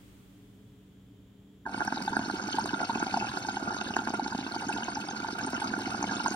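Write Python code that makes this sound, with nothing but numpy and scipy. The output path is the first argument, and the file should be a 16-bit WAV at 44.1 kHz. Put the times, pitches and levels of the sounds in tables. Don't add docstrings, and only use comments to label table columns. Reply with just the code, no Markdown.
import sys
import numpy as np
from scipy import signal
from scipy.fft import rfft, irfft
from scipy.io import wavfile
from scipy.ndimage import uniform_filter1d, map_coordinates

SR = 44100
rng = np.random.default_rng(int(sys.argv[2]) if len(sys.argv) > 2 else 0)


def bounce(signal):
    frames = np.transpose(np.atleast_2d(signal))
    limited = np.clip(frames, -1, 1)
    pcm = np.round(limited * 32767).astype(np.int16)
    wavfile.write(sys.argv[1], SR, pcm)


N = 280035
TIME = np.arange(N) / SR
TAPS = 8192
BINS = np.fft.rfftfreq(TAPS, 1 / SR)
START_S = 1.654
PLOP_HZ, RING_HZ = 827, 1437
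THUD_HZ, THUD_SWELL_S, THUD_LEAD_S = 286.5, 0.0018, 0.00084

# (time [s], large-bubble level [dB], small-bubble level [dB])
DRAW = [(1.7, -45.5, -49), (1.8, -38.5, -48), (1.94, -41, -50), (2.6, -37, -48), (3.0, -39, -49),
        (3.29, -39, -47), (3.54, -41.5, -51), (3.8, -37.5, -50), (4.18, -41.5, -53), (4.75, -39, -48.5),
        (5.03, -40, -51), (5.55, -37.5, -49.5), (5.91, -38.5, -48.5), (6.35, -36.5, -47)]
LARGE, SMALL = 1, 2
# (time [s], plop pitch [Hz], pitch fall [ratio], swell [s], plop level [dB],
# ring pitch [Hz], ring level [dB], thud level [dB])
GULPS = [(1.6625, 902, 0, 0.0018, -34.5, 1530, -34.5, -44), (1.6722, 810, 0.1, 0.0012, -38, 1500, -40, -49),
         (1.6925, 840, 0, 0.001, -39.5, 1450, -51, -56),
         (1.7432, 820, 0.48, 0.0018, -39.5, 1470, -32.5, -35.5),
         (1.7771, 908, 0.055, 0.0016, -38, 1500, -39, -36), (1.805, 820, 0, 0.0012, -35, 1510, -29, -37.5),
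         (1.8125, 900, 0.28, 0.0013, -33, 1520, -40, -41),
         (1.8186, 755, 0.015, 0.0017, -36.5, 1460, -27.5, -42),
         (1.8773, 845, 0.11, 0.0016, -30.5, 1557, -29, -36), (1.924, 890, 0, 0.00092, -31, 1480, -30, -32),
         (1.972, 860, 0.14, 0.0014, -35, 1480, -67, -40),
         (2.0768, 837, 0.047, 0.0022, -26.5, 1520, -31, -40), (2.13, 935, 0.0, 0.0022, -32, 1430, -36, -63),
         (2.1669, 820, 0.0, 0.0012, -29, 1497, -24, -30),
         (2.1933, 820, 0.0, 0.00046, -33.5, 1350, -43, -28.5),
         (2.26, 876, 0, 0.0013, -41.5, 1470, -41, -40.5), (2.298, 820, 0.03, 0.0013, -35, 1460, -30, -37.5),
         (2.4853, 836, 0.033, 0.0014, -36.5, 1467, -39, -45),
         (2.5435, 875, 0.0045, 0.0032, -37, 1600, -38, -32.5),
         (2.584, 896, 0.0, 0.0017, -24, 1470, -34, -37),
         (2.6582, 885, 0.21, 0.00026, -36, 1490, -55, -34.5),
         (2.7296, 950, 0.075, 0.0028, -35.5, 1490, -33.5, -44.5),
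         (2.742, 810, 0.092, 0.0015, -36, 1430, -35, -41),
         (2.8022, 750, 0.37, 0.0019, -32.5, 1430, -33.5, -36.5),
         (2.8151, 820, 0, 0.00081, -31.5, 1473, -49, -49),
         (2.8279, 766, 0.24, 0.0034, -33, 1388, -28.5, -37),
         (2.8946, 935, 0.032, 0.0028, -25, 1474, -36, -33.5),
         (2.9028, 840, 0.037, 0.0012, -35.5, 1500, -56, -46),
         (2.9563, 870, 0.11, 0.0007, -33, 1470, -47, -28),
         (2.9733, 815, 0.0, 0.0015, -37, 1400, -52, -41.5), (3.0015, 836, 0, 0.0018, -35, 1490, -58, -41),
         (3.0263, 895, 0.0, 0.0011, -32.5, 1440, -28, -28),
         (3.066, 793, 0.012, 0.0016, -33.5, 1390, -41, -34),
         (3.0778, 816, 0, 0.0016, -38.5, 1470, -51, -43), (3.1276, 871, 0, 0.001, -46, 1510, -41, -41.5),
         (3.1401, 830, 0.071, 0.0019, -26, 1470, -32.5, -38.5),
         (3.1628, 940, 0.0, 0.0025, -33, 1490, -61, -35.5), (3.171, 790, 0.17, 0.0015, -26, 1420, -51, -65),
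         (3.211, 820, 0, 0.0012, -37, 1620, -43, -39), (3.2225, 850, 0.054, 0.0024, -32, 1380, -42, -41),
         (3.2431, 810, 0.078, 0.0019, -34, 1450, -42, -42.5),
         (3.3368, 847, 0, 0.0018, -42, 1392, -39, -43.5), (3.3711, 803, 0.25, 0.0015, -34, 1480, -31, -37),
         (3.4474, 896, 0.023, 0.0026, -36, 1547, -36.5, -53),
         (3.4856, 804, 0.011, 0.002, -30.5, 1453, -31, -37.0), (3.542, 843, 0, 0.0013, -43, 1544, -48, -39),
         (3.568, 825, 0.14, 0.0021, -30.5, 1495, -32.5, -41),
         (3.6262, 820, 0, 0.00076, -39, 1460, -48, -39), (3.6738, 820, 0.1, 0.0015, -37.5, 1420, -42, -42),
         (3.7054, 885, 0.034, 0.0018, -36.5, 1640, -45, -44),
         (3.725, 840, 0.36, 0.0027, -37.5, 1510, -52, -43),
         (3.7448, 830, 0.14, 0.0013, -42, 1470, -35, -38.5),
         (3.7653, 850, 0, 0.00089, -37, 1450, -43, -41.5),
         (3.811, 783, 0.27, 0.0026, -35.5, 1435, -33, -42),
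         (3.9045, 840, 0, 0.0022, -38, 1526, -38.5, -39.5),
         (3.9653, 890, 0.27, 0.00089, -27, 1520, -25.5, -31),
         (3.9883, 880, 0.11, 0.0024, -35.5, 1410, -34, -33.5),
         (4.0184, 790, 0, 0.0016, -38.5, 1420, -52, -41.5),
         (4.0728, 900, 0.0, 0.0007, -32.5, 1460, -29, -33.5),
         (4.0854, 920, 0.043, 0.0011, -34.5, 1470, -41, -40),
         (4.1028, 790, 0.27, 0.0014, -40.5, 1429, -46, -34),
         (4.1368, 820, 0.11, 0.001, -32.5, 1410, -37.5, -65),
         (4.1395, 960, 0.1, 0.0043, -39, 1420, -33, -33.5), (4.195, 825, 0, 0.0016, -27, 1390, -44, -46),
         (4.2609, 840, 0.042, 0.0023, -34.5, 1475, -37, -37), (4.2783, 892, 0, 0.0012, -40, 1490, -40, -40),
         (4.3214, 950, 0.084, 0.0032, -34.5, 1486, -36, -68),
         (4.348, 850, 0.0, 0.00081, -34, 1480, -39, -35), (4.3882, 830, 0.046, 0.002, -37, 1530, -42, -39),
         (4.4103, 825, 0, 0.0008, -42, 1480, -50, -38), (4.4641, 926, 0, 0.0016, -39.5, 1527, -41, -35.5),
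         (4.562, 860, 0.0, 0.0015, -33.5, 1510, -49, -35), (4.6198, 860, 0.066, 0.002, -37, 1550, -40, -40),
         (4.6445, 856, 0, 0.0012, -39.5, 1524, -52, -49), (4.689, 820, 0.0014, 0.0026, -37, 1493, -29, -37),
         (4.6947, 872, 0.13, 0.0035, -30, 1500, -43.5, -53), (4.7117, 820, 0, 0.0011, -41, 1480, -53, -39),
         (4.7608, 929, 0.093, 0.0039, -36.5, 1444, -36, -39),
         (4.783, 810, 0.091, 0.0013, -35.5, 1501, -39, -39),
         (4.8077, 890, 0, 0.0013, -42, 1520, -44.5, -56), (4.8823, 863, 0.27, 0.0014, -33, 1370, -56, -37),
         (4.8851, 820, 0.21, 0.0015, -35, 1475, -37, -42),
         (4.9689, 847, 0.0, 0.0024, -30.5, 1500, -51, -37.5),
         (5.039, 895, 0.21, 0.0015, -42.5, 1550, -45, -39.5),
         (5.0849, 810, 0.0082, 0.003, -35.5, 1440, -40.5, -40),
         (5.11, 800, 0, 0.0015, -39, 1600, -41, -41.5), (5.2008, 920, 0.051, 0.0012, -50, 1420, -36, -37.5),
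         (5.2451, 916, 0.0, 0.0015, -32, 1460, -38, -49), (5.286, 910, 0, 0.0014, -38, 1530, -40, -46),
         (5.3833, 834, 0.067, 0.0012, -47, 1492, -42, -39),
         (5.391, 855, 0.065, 0.0029, -55, 1540, -33, -58), (5.4086, 854, 0, 0.0014, -38.5, 1470, -49, -60),
         (5.467, 856, 0.086, 0.0033, -34.0, 1460, -49, -42),
         (5.5315, 820, 0.34, 0.00062, -36.5, 1430, -37, -33.5),
         (5.5799, 786, 0, 0.00083, -46, 1480, -43, -37.5),
         (5.6167, 864, 0.1, 0.0031, -31, 1490, -31.5, -41), (5.6434, 950, 0.0, 0.0016, -40, 1460, -47, -41),
         (5.7373, 790, 0.18, 0.0014, -38, 1510, -28, -36.5),
         (5.7888, 890, 0.58, 0.0015, -38.5, 1580, -59, -44.5),
         (5.8756, 775, 0, 0.0026, -34.5, 1480, -52, -59), (5.946, 830, 0.31, 0.0013, -35.5, 1386, -34, -42),
         (6.0094, 930, 0, 0.00125, -43, 1470, -40, -35.5),
         (6.0258, 920, 0.18, 0.00085, -32, 1520, -40, -33),
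         (6.04, 825, 0.0, 0.0012, -32.5, 1440, -36, -33.5), (6.09, 985, 0.073, 0.0038, -59, 1627, -33, -48),
         (6.11, 820, 0.057, 0.0014, -37, 1450, -32, -64), (6.1192, 950, 0.0, 0.0019, -36, 1490, -38, -36.5),
         (6.1987, 935, 0.067, 0.0024, -37, 1412, -31.5, -43),
         (6.2599, 954, 0.0, 0.0016, -23.5, 1510, -32, -37), (6.2656, 895, 0, 0.00079, -37, 1520, -49, -59),
         (6.2808, 750, 0.39, 0.0014, -36.5, 1570, -65, -33.5),
         (6.3413, 786, 0.12, 0.0024, -35, 1520, -45, -45)]
# (time [s], relative level [dB], pitch [Hz], swell [s])
GLUGS = [(1.9418, -33, 242, 0.0036), (2.0132, -32.5, 217, 0.003), (2.1063, -39, 256, 0.00079),
         (2.1224, -34, 303, 0.0015), (2.1614, -50, 272, 0.0012), (2.2801, -33, 261, 0.0015),
         (2.3372, -29, 320, 0.0022), (2.471, -36, 300, 0.0019), (2.48, -34, 275, 0.0016),
         (2.6434, -33, 334, 0.0014), (2.734, -28.5, 287, 0.002), (3.6245, -32.5, 266, 0.0027),
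         (3.676, -32, 227, 0.0042), (3.8987, -36.5, 227, 0.0035), (4.1886, -33, 302, 0.0015),
         (4.2225, -32, 258, 0.0028), (4.351, -28.5, 263, 0.0017), (4.387, -31.5, 276, 0.0028),
         (4.667, -30.5, 248, 0.0032), (4.739, -32.5, 240, 0.0019), (4.753, -37, 264, 0.0013),
         (4.9381, -41, 274, 0.0024), (5.3284, -33, 293, 0.0018), (5.4479, -30.5, 260, 0.0023),
         (5.4708, -33.5, 320, 0.0032), (5.534, -39, 238, 0.0023), (5.6682, -53, 247, 0.0022),
         (5.6876, -35, 264, 0.0047), (5.7142, -36, 237, 0.0013), (5.7776, -30, 300, 0.0018),
         (5.868, -30.5, 280, 0.0021), (5.941, -39, 320, 0.0023), (5.9924, -32, 242, 0.0021),
         (6.1664, -33.5, 290, 0.0019), (6.24, -33, 255, 0.0024), (6.311, -29, 284, 0.0018)]
# (frequency [Hz], relative level [dB])
CHURN_SPECTRUM = [(90, 9.5), (140, 8.5), (220, 2), (360, 2), (550, 0.5), (850, -4), (1200, 0.5),
                  (1500, -4.5), (1800, -3)]
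# (time [s], relative level [dB], nominal pitch [Hz])
CHIRPS = [(1.875, -45, 5600), (1.9775, -43, 3900), (2.0793, -45.5, 3620), (2.312, -48, 4440),
          (2.527, -40.5, 4480), (2.531, -38, 3050), (2.6405, -42.5, 4920), (2.692, -43, 2950),
          (2.7406, -44, 3700), (2.95, -39.5, 2560), (3.173, -44.5, 5530), (3.1992, -40, 2700),
          (3.269, -43.5, 2460), (3.9386, -39.5, 2830), (4.52, -42, 4400), (4.685, -43.5, 6540),
          (4.727, -39, 2660), (4.833, -40, 2950), (4.952, -44, 5700), (5.5647, -40.5, 2900),
          (6.028, -38, 6330), (6.167, -43.5, 3520), (6.2808, -37.5, 6440)]
# (time [s], relative level [dB], duration [s], middle pitch [Hz])
SPLASHES = [(1.783, -46, 0.0065, 4430), (1.958, -40, 0.0029, 5420), (2.002, -48, 0.0045, 4270),
            (2.0138, -49, 0.025, 5250), (2.128, -41.5, 0.042, 4760), (2.155, -54, 0.008, 5340),
            (2.19, -43, 0.0048, 4390), (2.225, -45, 0.0056, 3790), (2.246, -41.5, 0.0071, 4800),
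            (2.37, -57, 0.013, 4330), (2.414, -42, 0.011, 6190), (2.437, -44, 0.0022, 4590),
            (2.452, -49, 0.0061, 4200), (2.501, -56, 0.0093, 5490), (2.553, -38, 0.02, 4530),
            (2.667, -41.5, 0.011, 4600), (2.706, -44, 0.0082, 4900), (2.792, -39.5, 0.0079, 2620),
            (2.807, -44.5, 0.014, 4660), (2.845, -44, 0.0086, 4200), (2.8688, -47, 0.01, 5300),
            (2.8971, -40.5, 0.01, 3860), (2.993, -46, 0.014, 4000), (3.028, -50, 0.0097, 4950),
            (3.062, -40.5, 0.006, 3800), (3.095, -37, 0.019, 3100), (3.121, -42, 0.019, 5430),
            (3.154, -48, 0.0051, 4500), (3.247, -47, 0.0064, 3200), (3.285, -37, 0.009, 3840),
            (3.322, -46, 0.018, 3660), (3.364, -37.5, 0.018, 4640), (3.4266, -45, 0.006, 4440),
            (3.463, -43, 0.008, 5950), (3.4865, -37.5, 0.013, 4500), (3.5332, -50, 0.01, 2470),
            (3.5548, -41, 0.015, 3570), (3.625, -48, 0.011, 4800), (3.681, -48.5, 0.0053, 5200),
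            (3.735, -41.0, 0.018, 4720), (3.772, -42, 0.017, 3820), (3.809, -36.5, 0.0051, 3390),
            (3.84, -39.5, 0.013, 3530), (3.8735, -37.5, 0.018, 4000), (3.962, -39.5, 0.007, 6030),
            (3.981, -39, 0.012, 3520), (4.045, -45, 0.009, 4770), (4.074, -43, 0.008, 3320),
            (4.089, -42, 0.008, 5830), (4.102, -45, 0.016, 3800), (4.142, -41, 0.012, 2620),
            (4.1659, -46, 0.0099, 4740), (4.235, -39.5, 0.016, 4400), (4.2737, -39.5, 0.01, 4250),
            (4.33, -46, 0.006, 4530), (4.3523, -45.5, 0.007, 3030), (4.3766, -40, 0.006, 4860),
            (4.3876, -40.0, 0.02, 3470), (4.4353, -43.0, 0.014, 3650), (4.468, -44, 0.006, 4650),
            (4.545, -40.5, 0.012, 4100), (4.592, -44, 0.011, 2900), (4.644, -48, 0.014, 5030),
            (4.732, -43, 0.0067, 5500), (4.773, -38, 0.0084, 3610), (4.927, -46.0, 0.013, 4350),
            (5.002, -38, 0.022, 3740), (5.04, -47, 0.021, 4530), (5.0693, -59, 0.012, 5630),
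            (5.162, -39.5, 0.017, 4970), (5.191, -44, 0.021, 4400), (5.232, -44, 0.012, 3700),
            (5.264, -47, 0.022, 4900), (5.3, -46.0, 0.0098, 4100), (5.3209, -43, 0.02, 5000),
            (5.361, -50, 0.013, 4140), (5.385, -39, 0.014, 3770), (5.405, -51, 0.02, 5100),
            (5.462, -47.0, 0.0057, 5930), (5.468, -46.5, 0.0083, 6400), (5.502, -50, 0.011, 4000),
            (5.5974, -39, 0.017, 3450), (5.614, -42, 0.017, 4600), (5.65, -50, 0.006, 4300),
            (5.67, -37.5, 0.009, 4300), (5.74, -54, 0.016, 4770), (5.763, -54, 0.0077, 4990),
            (5.778, -56, 0.014, 5660), (5.804, -40.0, 0.016, 4360), (5.835, -48, 0.012, 3000),
            (5.9, -42, 0.0093, 3600), (5.92, -46.5, 0.015, 4000), (5.952, -45, 0.015, 4740),
            (6.066, -37, 0.022, 3200), (6.109, -40.0, 0.016, 6130), (6.136, -40.5, 0.014, 3330),
            (6.202, -39, 0.019, 4440), (6.239, -46, 0.0057, 2640), (6.258, -40, 0.01, 5670),
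            (6.32, -42.0, 0.007, 4600)]
# (time [s], relative level [dB])
SPITS = [(1.8481, -41), (2.0212, -45), (2.321, -60), (2.4772, -48), (2.5885, -47), (2.657, -42),
         (3.173, -48), (3.7504, -58), (3.963, -44), (4.6912, -56), (4.732, -46), (5.386, -44),
         (5.5022, -45), (5.6191, -46), (5.7865, -44), (6.2566, -46)]
# (frequency [Hz], gain [dB])
SPIT_SPECTRUM = [(1000, -19), (4000, -2.5), (8800, 10), (11000, -5.5), (13000, -1), (15000, -10)]
# (time [s], relative level [dB])
TINKS = [(2.17, -42.5), (2.658, -45), (3.029, -46.5), (4.1396, -42.5), (4.552, -48), (4.692, -41),
         (5.464, -37), (5.604, -39.5)]
# (frequency [Hz], bandwidth [Hz], gain [dB])
AIR_MODES = [(115.8, 42, -6), (215.2, 27.4, 4), (285, 110, -3.5), (373, 50, -10.5), (509.5, 50, -7),
             (785, 200, -0.5), (948, 58, 2), (1209, 83, -7), (1291, 60, -0.5), (1434, 142, 6.5),
             (1565, 100, 2.5), (1646, 52, -2)]
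# (frequency [Hz], bandwidth [Hz], gain [dB])
GLASS_MODES = [(2530, 190, -2), (2970, 170, 2), (3410, 130, -1.5), (3900, 84, 4.5), (4297, 140, 8),
               (4756, 256, 9.5), (5520, 420, 5), (6463, 480, 4.5), (6880, 580, -0.5), (8420, 490, -3),
               (8747, 136, 7.5), (9300, 170, -3), (15500, 640, -8)]
# (frequency [Hz], gain [dB])
GLASS_LEAK = [(300, -26.0), (2000, 6.0), (3200, 1.0), (6500, -4.5), (7600, -16.5), (10500, -22.5),
              (13800, -20), (16000, -42)]
# (frequency [Hz], left minus right level [dB])
MIC_BALANCE = [(60, -3), (210, -1), (380, -3.5), (465, -18), (510, 1.5), (560, 9), (660, 17), (720, -3),
               (800, 2.5), (1050, -4), (1200, -23.5), (1350, 6.5), (1440, -13), (1540, -10.5), (1710, -3),
               (1900, 7), (2300, -2.5), (3000, 3.5), (4700, 1), (5550, -9), (6100, 5.5), (8800, -4),
               (15000, -0.5)]
# (frequency [Hz], lead of the left [rad])
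MIC_LEAD = [(330, 0), (540, .9), (700, 0), (1050, 0), (1170, 3), (1340, 3), (1460, 1.4), (1700, 1.6),
            (2800, 2.7), (3400, 3.8), (3950, 8.2), (4250, 6.4), (4650, 8.4), (6000, 7.8), (6600, 9.8),
            (8800, 11.2), (16000, 22)]
# (frequency [Hz], time to decay by 60 dB [s])
ROOM_T60 = [(150, 1), (600, 0.19), (1500, 0.51), (5000, 0.097), (15000, 0.33)]
# (frequency [Hz], relative spectral density [dB])
NOISE_SPECTRUM = [(20, -52), (42, -9), (72, -12), (112, -1.5), (165, -10.5), (235, -10), (260, -6.5),
                  (297, -2), (325, -24), (425, -11.5), (460, -22), (840, -31), (2700, -36), (3300, -28),
                  (4200, -41.5), (5200, -43.5), (6300, -44.5), (7150, -37), (8300, -48), (10000, -47),
                  (16000, -43)]
# (frequency [Hz], correlation [0-1])
NOISE_CORRELATION = [(100, .99), (400, .93), (1000, .55), (3000, .3), (12000, .1)]
# (frequency [Hz], relative level [dB])
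HUM = [(59, -66), (104, -73.5), (191, -57.5), (284, -78.5), (350, -76.5), (414, -70)]
# (frequency [Hz], relative level [dB])
HISS_SPECTRUM = [(200, 3), (1000, -8), (3000, -10), (5500, -16.5), (8500, -13.5), (11000, -20),
                 (16000, -15)]


def gulps():
    out = np.zeros(N)
    for (s, *row), thud_detune in zip(GULPS, rng.standard_normal(len(GULPS))):
        add(out, s - THUD_LEAD_S, gulp(row, thud_detune))
    return out


def gulp(row, thud_detune):
    hz, fall, swell_s, plop_db, ring_hz, ring_db, thud_db = row
    out = np.zeros(TAPS // 2)
    add(out, 0, at_level(plop(THUD_HZ * np.exp(0.11 * thud_detune), THUD_SWELL_S, fall=0), thud_db))
    add(out, THUD_LEAD_S, at_level(plop(hz, swell_s, fall), plop_db))
    add(out, THUD_LEAD_S, at_level(plop(ring_hz, swell_s, fall=0.028), ring_db))
    return out


def plop(hz, swell_s, fall):
    age = np.arange(TAPS // 4) / SR / max(swell_s, 3e-4)
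    pitch = hz * np.exp(-fall * np.tanh((age - 2) / 3))
    return age ** 1.5 * np.exp(-age) * np.sin(2 * np.pi * np.cumsum(pitch) / SR)


def bubble(hz, t60, glide=0.005, onset_s=0.0012):
    t = np.arange(TAPS // 4) / SR
    age = t / max(t60, 1e-3)
    phase = 2 * np.pi * hz * t * (1 + glide * np.minimum(age, 2))
    onset = 1 - np.exp(-(t / onset_s) ** 2)
    return np.sin(phase) * np.exp(-np.log(1000) * age) * onset


def knocks(db=-9.5, longest_s=0.0015, delay_s=0.00092):
    out = np.zeros(N)
    for s, hz, _, swell_s, level_db, *_ in GULPS:
        if swell_s < longest_s:
            add(out, s + delay_s, at_level(bubble(hz * 1.2, t60=0.0032, onset_s=0.000066), level_db))
    return amp(db) * out


def lesser_gulps(db=-6.5, per_s=36, jitter=0.35, fall=0.11, swell_s=0.00096, count=190):
    out = np.zeros(N)
    for k, (late, plop_detune, ring_detune, thud_detune, *_) in enumerate(rng.normal(size=(count, 7))):
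        hz = PLOP_HZ * np.exp(0.094 * plop_detune)
        ring_hz = RING_HZ * np.exp(0.047 * ring_detune)
        s = START_S + (k + 1 + jitter * late) / per_s
        add(out, s, gulp((hz, fall, swell_s, db, ring_hz, db, db), thud_detune))
    return flow(LARGE, rise_s=0.18) * out


def glugs(db=-1.0, crowd_db=-14.0, per_s=60, count=8):
    out, crowd = np.zeros(N), np.zeros(N)
    for s, level_db, hz, swell_s in GLUGS:
        add(out, s, at_level(plop(hz, swell_s, fall=0), level_db + db))
    for hz in np.linspace(195, 380, count):
        clicks = births(per_s / count, spread_db=-0.5, limit=1.2)
        crowd += excite(clicks, bubble(hz, t60=0.02, onset_s=0.0034))
    return out + amp(crowd_db) * flow(LARGE, rise_s=0.067) * evened(crowd)


def breakthrough(db=-46.0, fade_db_per_s=140, gap_s=0.014, fall=0.1, swell_s=0.0032, count=4):
    out = np.zeros(N)
    for age, thud_detune in zip(np.arange(count) * gap_s, rng.standard_normal(count)):
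        smallness = np.exp(-age / 0.014)
        hz, ring_hz = 720 + 260 * smallness, 1420 + 210 * smallness
        plop_db = db - fade_db_per_s * age
        row = (hz, fall, swell_s, plop_db, ring_hz, plop_db + 4.5, db - 1)
        add(out, START_S - THUD_LEAD_S + age, gulp(row, thud_detune))
    return out


def churn(pipe, db=-1.5, per_s=380, count=48):
    out = np.zeros(N)
    for hz in np.linspace(90, 1750, count):
        grain = bubble(hz, t60=0.0074 * rng.uniform(0.25, 1.6), onset_s=0.0022)
        clicks = births(per_s / count, spread_db=0.5, limit=1.7)
        out += excite(clicks, at_level(grain, read(CHURN_SPECTRUM, hz)))
    ringing = excite(out * surge(depth_db=1.7, length_s=0.02), pipe)
    return amp(db) * flow(LARGE, rise_s=0.068) * evened(slosh(ringing, depth=0.0306, length_s=0.0358))


def chirps(glass, db=2.0, cycles=65, splash_db=-19.0, splash_s=0.0017):
    out = np.zeros(N)
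    age = np.arange(TAPS // 8) / SR / splash_s
    for (s, level_db, hz), drops in zip(CHIRPS, rng.standard_normal((len(CHIRPS), len(age)))):
        note = bubble(hz * 1.04, cycles / hz, glide=-0.21, onset_s=0.00047)
        splash = signal.fftconvolve(drops * age * np.exp(-age), glass)
        add(out, s, at_level(note, level_db + db))
        add(out, s, at_level(splash, level_db + splash_db))
    return out


def stray_chirps(glass, db=-6.5, per_s=170, spread_db=3.0, low_hz=2300, high_hz=6600, cycles=56):
    out, s = np.zeros(N), START_S
    for wait, height, strength in rng.random((950, 3)):
        s -= np.log(1 - wait) / per_s
        hz = low_hz * (high_hz / low_hz) ** height
        note = bubble(hz, cycles / hz, glide=-0.191, onset_s=0.00084)
        add(out, s, at_level(note, spread_db * strength))
    return amp(db) * flow(SMALL, rise_s=0.091) * evened(excite(out, glass))


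def fizz(glass, db=-3.5, per_s=1400, cycles=42, count=40):
    out = np.zeros(N)
    for hz in np.linspace(2100, 7000, count) * rng.uniform(1.0, 1.03, count):
        t60 = cycles / hz * rng.uniform(0.4, 2)
        grain = bubble(hz, t60, glide=rng.uniform(-0.22, 0.02), onset_s=0.0005)
        out += excite(births(per_s / count, spread_db=5.0, limit=5.26), at_level(grain, 0))
    ringing = excite(out * surge(depth_db=4.8, length_s=0.012), glass)
    return amp(db) * flow(SMALL, rise_s=0.34) * evened(slosh(ringing, depth=0.01205, length_s=0.0523))


def splashes(glass, db=-2.0, drops_db=-4.0, spread_db=4.0, cycles=42, count=12):
    out, t = np.zeros(N), np.arange(TAPS // 4) / SR
    for s, level_db, length_s, hz in SPLASHES:
        cluster = np.zeros(len(t))
        for when, (detune, strength) in zip(rng.random(count), rng.standard_normal((count, 2))):
            pitch = min(hz * np.exp(0.181 * detune), SR / 5)
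            note = bubble(pitch, cycles / pitch, glide=-0.18, onset_s=0.000094)
            add(cluster, when * length_s, amp(spread_db * strength) * note)
        age = t / max(length_s, 0.003)
        drops = rng.standard_normal(len(t)) * np.sqrt(age) * np.exp(-2 * age ** 2)
        drive = at_level(cluster, 0) + at_level(drops, drops_db)
        add(out, s, at_level(signal.fftconvolve(drive, glass), level_db + db))
    return out


def spray(glass, db=-3.5, burst_db=-12.0, burst_t60=0.0074, ring_db=-14.0):
    t, bursts = np.arange(TAPS // 8) / SR, np.zeros(N)
    envelope = np.minimum(t / 0.00079, 1) * np.exp(-np.log(1000) * t / burst_t60)
    for (s, _, _, swell_s, level_db, *_), drops in zip(GULPS, rng.standard_normal((len(GULPS), len(t)))):
        violence = np.sqrt(0.00013 / max(swell_s, 0.0005))
        add(bursts, s, violence * at_level(drops * envelope, level_db + burst_db))
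    mist = evened(excite(rng.standard_normal(N) * surge(depth_db=3.0, length_s=0.0029), glass))
    droplets = births(per_s=440, spread_db=6.1, limit=5.25)
    ring = evened(excite(droplets, bubble(hz=8770, t60=0.03, glide=0, onset_s=0.0024)))
    return flow(SMALL, rise_s=0.11) * (amp(db) * mist + amp(ring_db) * ring) + excite(bursts, glass)


def spits(db=-8.0, swell_s=0.0017, faint_db=-14.5):
    age, out = np.arange(TAPS // 8) / SR / swell_s, np.zeros(N)
    puff = age * np.exp(-age)
    for (s, level_db), noise in zip(SPITS, rng.standard_normal((len(SPITS), len(age)))):
        add(out, s, at_level(noise * puff, level_db))
    tears = births(per_s=14, spread_db=3.5, limit=2.1)
    faint = excite(tears, at_level(puff, faint_db)) * rng.standard_normal(N)
    return tinted(amp(db) * out + faint * flow(SMALL, rise_s=0.33), SPIT_SPECTRUM)


def tinks(db=-6.0, hz=8780, t60=0.025):
    out = np.zeros(N)
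    for (s, level_db), detune in zip(TINKS, rng.standard_normal(len(TINKS))):
        ring = bubble(hz * (1 + 0.002 * detune), t60, glide=-0.0023, onset_s=0.00043)
        add(out, s, at_level(ring, level_db))
    return amp(db) * out


def flow(column, rise_s):
    rows = np.array(DRAW)
    return amp(np.interp(TIME, rows[:, 0], rows[:, column])) * np.clip((TIME - START_S) / rise_s, 0, 1)


def births(per_s, spread_db, limit):
    chance, size = rng.random(N), rng.exponential(1, N)
    return (chance < per_s / SR) * (TIME > START_S) * amp(spread_db * np.minimum(size, limit))


def surge(depth_db, length_s):
    return amp(depth_db * np.minimum(wander(length_s), 2))


def slosh(x, depth, length_s):
    shift = wander(length_s)
    shift *= depth / np.std(np.diff(shift))
    return map_coordinates(x, [np.arange(N) + shift], order=3)


def resonator(modes, leak_db):
    peaks = sum(amp(db) ** 2 / (1 + ((BINS - hz) / width * 2.12) ** 2) ** 2 for hz, width, db in modes)
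    cepstrum = irfft(np.log(amp(leak_db) ** 2 + peaks) / 2)
    cepstrum[1:TAPS // 2] *= 2
    cepstrum[TAPS // 2 + 1:] = 0
    return irfft(np.exp(rfft(cepstrum)))[:TAPS // 4]


def microphones(x, bearing=1):
    hz = np.fft.rfftfreq(N + TAPS, 1 / SR)
    ratio, lead = amp(read(MIC_BALANCE, hz)), bearing * read(MIC_LEAD, hz)
    pair = np.array([ratio * np.exp(0.5j * lead), np.exp(-0.5j * lead)]) * np.sqrt(2 / (1 + ratio ** 2))
    return irfft(rfft(x, N + TAPS) * pair, N + TAPS)[:, :N]


def room(x, low_db=-12.5, high_db=-5.5, echoes_per_s=3000, gap_s=0.0017, mono_hz=1400):
    delay = TIME[:2 * TAPS]
    shape = (2, len(delay))
    echoes = rng.standard_normal(shape) * (rng.random(shape) < echoes_per_s / SR) * (delay > gap_s)
    echoes *= 1 + 5.4 * np.exp(-delay / 0.0031)
    hz, t, bands = signal.stft(echoes, SR, nperseg=256)
    same = 1 / (1 + (hz[:, None] / mono_hz) ** 4)
    bands[1] = same * bands[0] + np.sqrt(1 - same ** 2) * bands[1]
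    decay = np.exp(-np.log(1000) * t / read(ROOM_T60, hz)[:, None])
    tail = signal.istft(bands * decay, SR, nperseg=256)[1]
    wet = amp(read([(1200, low_db), (5000, high_db)], np.fft.rfftfreq(tail.shape[1], 1 / SR)))
    tail = irfft(rfft(tail / np.linalg.norm(tail[0])) * wet)
    return signal.fftconvolve(x[None], tail, axes=1)[:, :N]


def background(noise_db=-56.5, hum_db=-2.5, waver_hz=3.52):
    hz = np.fft.rfftfreq(N, 1 / SR)
    left, independent = rng.standard_normal((2, len(hz))) + 1j * rng.standard_normal((2, len(hz)))
    same = read(NOISE_CORRELATION, hz)
    right = same * left + np.sqrt(1 - same ** 2) * independent
    noise = irfft(np.array([left, right]) * amp(read(NOISE_SPECTRUM, hz)), N)
    hum = np.zeros(N)
    for partial_hz, db in HUM:
        pitch = partial_hz + waver_hz * wander(length_s=0.0413)
        hum += amp(db) * evened(np.sin(2 * np.pi * np.cumsum(pitch) / SR))
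    return amp(noise_db) * evened(noise) + amp(hum_db) * hum


def hiss(db=-60.0, fade_s=0.64):
    pair = np.array([evened(tinted(noise, HISS_SPECTRUM)) for noise in rng.standard_normal((2, N))])
    return amp(db) * np.exp(-TIME / fade_s) * pair


def amp(db):
    return 10 ** (np.asarray(db) / 20)


def evened(x):
    return x / np.sqrt(np.mean(x ** 2) + 1e-20)


def at_level(sound, db):
    return amp(db) * sound * np.sqrt(SR / 100 / np.sum(sound ** 2))


def read(points, hz):
    f, value = np.transpose(points)
    return np.interp(np.log(hz + 1), np.log(f + 1), value)


def add(mix, s, sound):
    part = mix[max(round(s * SR), 0):][:len(sound)]
    part += sound[:len(part)]


def excite(drive, response):
    return signal.oaconvolve(drive, response)[:N]


def tinted(x, spectrum):
    return irfft(rfft(x) * amp(read(spectrum, np.fft.rfftfreq(N, 1 / SR))), N)


def wander(length_s):
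    size = max(int(length_s * SR), 2)
    return evened(uniform_filter1d(uniform_filter1d(rng.standard_normal(N), size), size))


def scene():
    pipe = resonator(AIR_MODES, leak_db=-44.0)
    glass = resonator(GLASS_MODES, leak_db=read(GLASS_LEAK, BINS))
    large = gulps() + knocks() + lesser_gulps() + glugs() + breakthrough() + churn(pipe)
    small = chirps(glass) + stray_chirps(glass) + fizz(glass)
    water = large + small + spray(glass) + splashes(glass) + spits() + tinks()
    far_wall = fizz(glass)
    direct = microphones(water) + microphones(far_wall, bearing=0.9)
    return direct + room(water + far_wall) + background() + hiss()


def record(dry):
    lowpass = signal.firwin(511, cutoff=15900, window=("kaiser", 9), fs=SR)
    return signal.oaconvolve(dry, lowpass[None], "same")


dry = scene()
out = record(dry)
bounce(out)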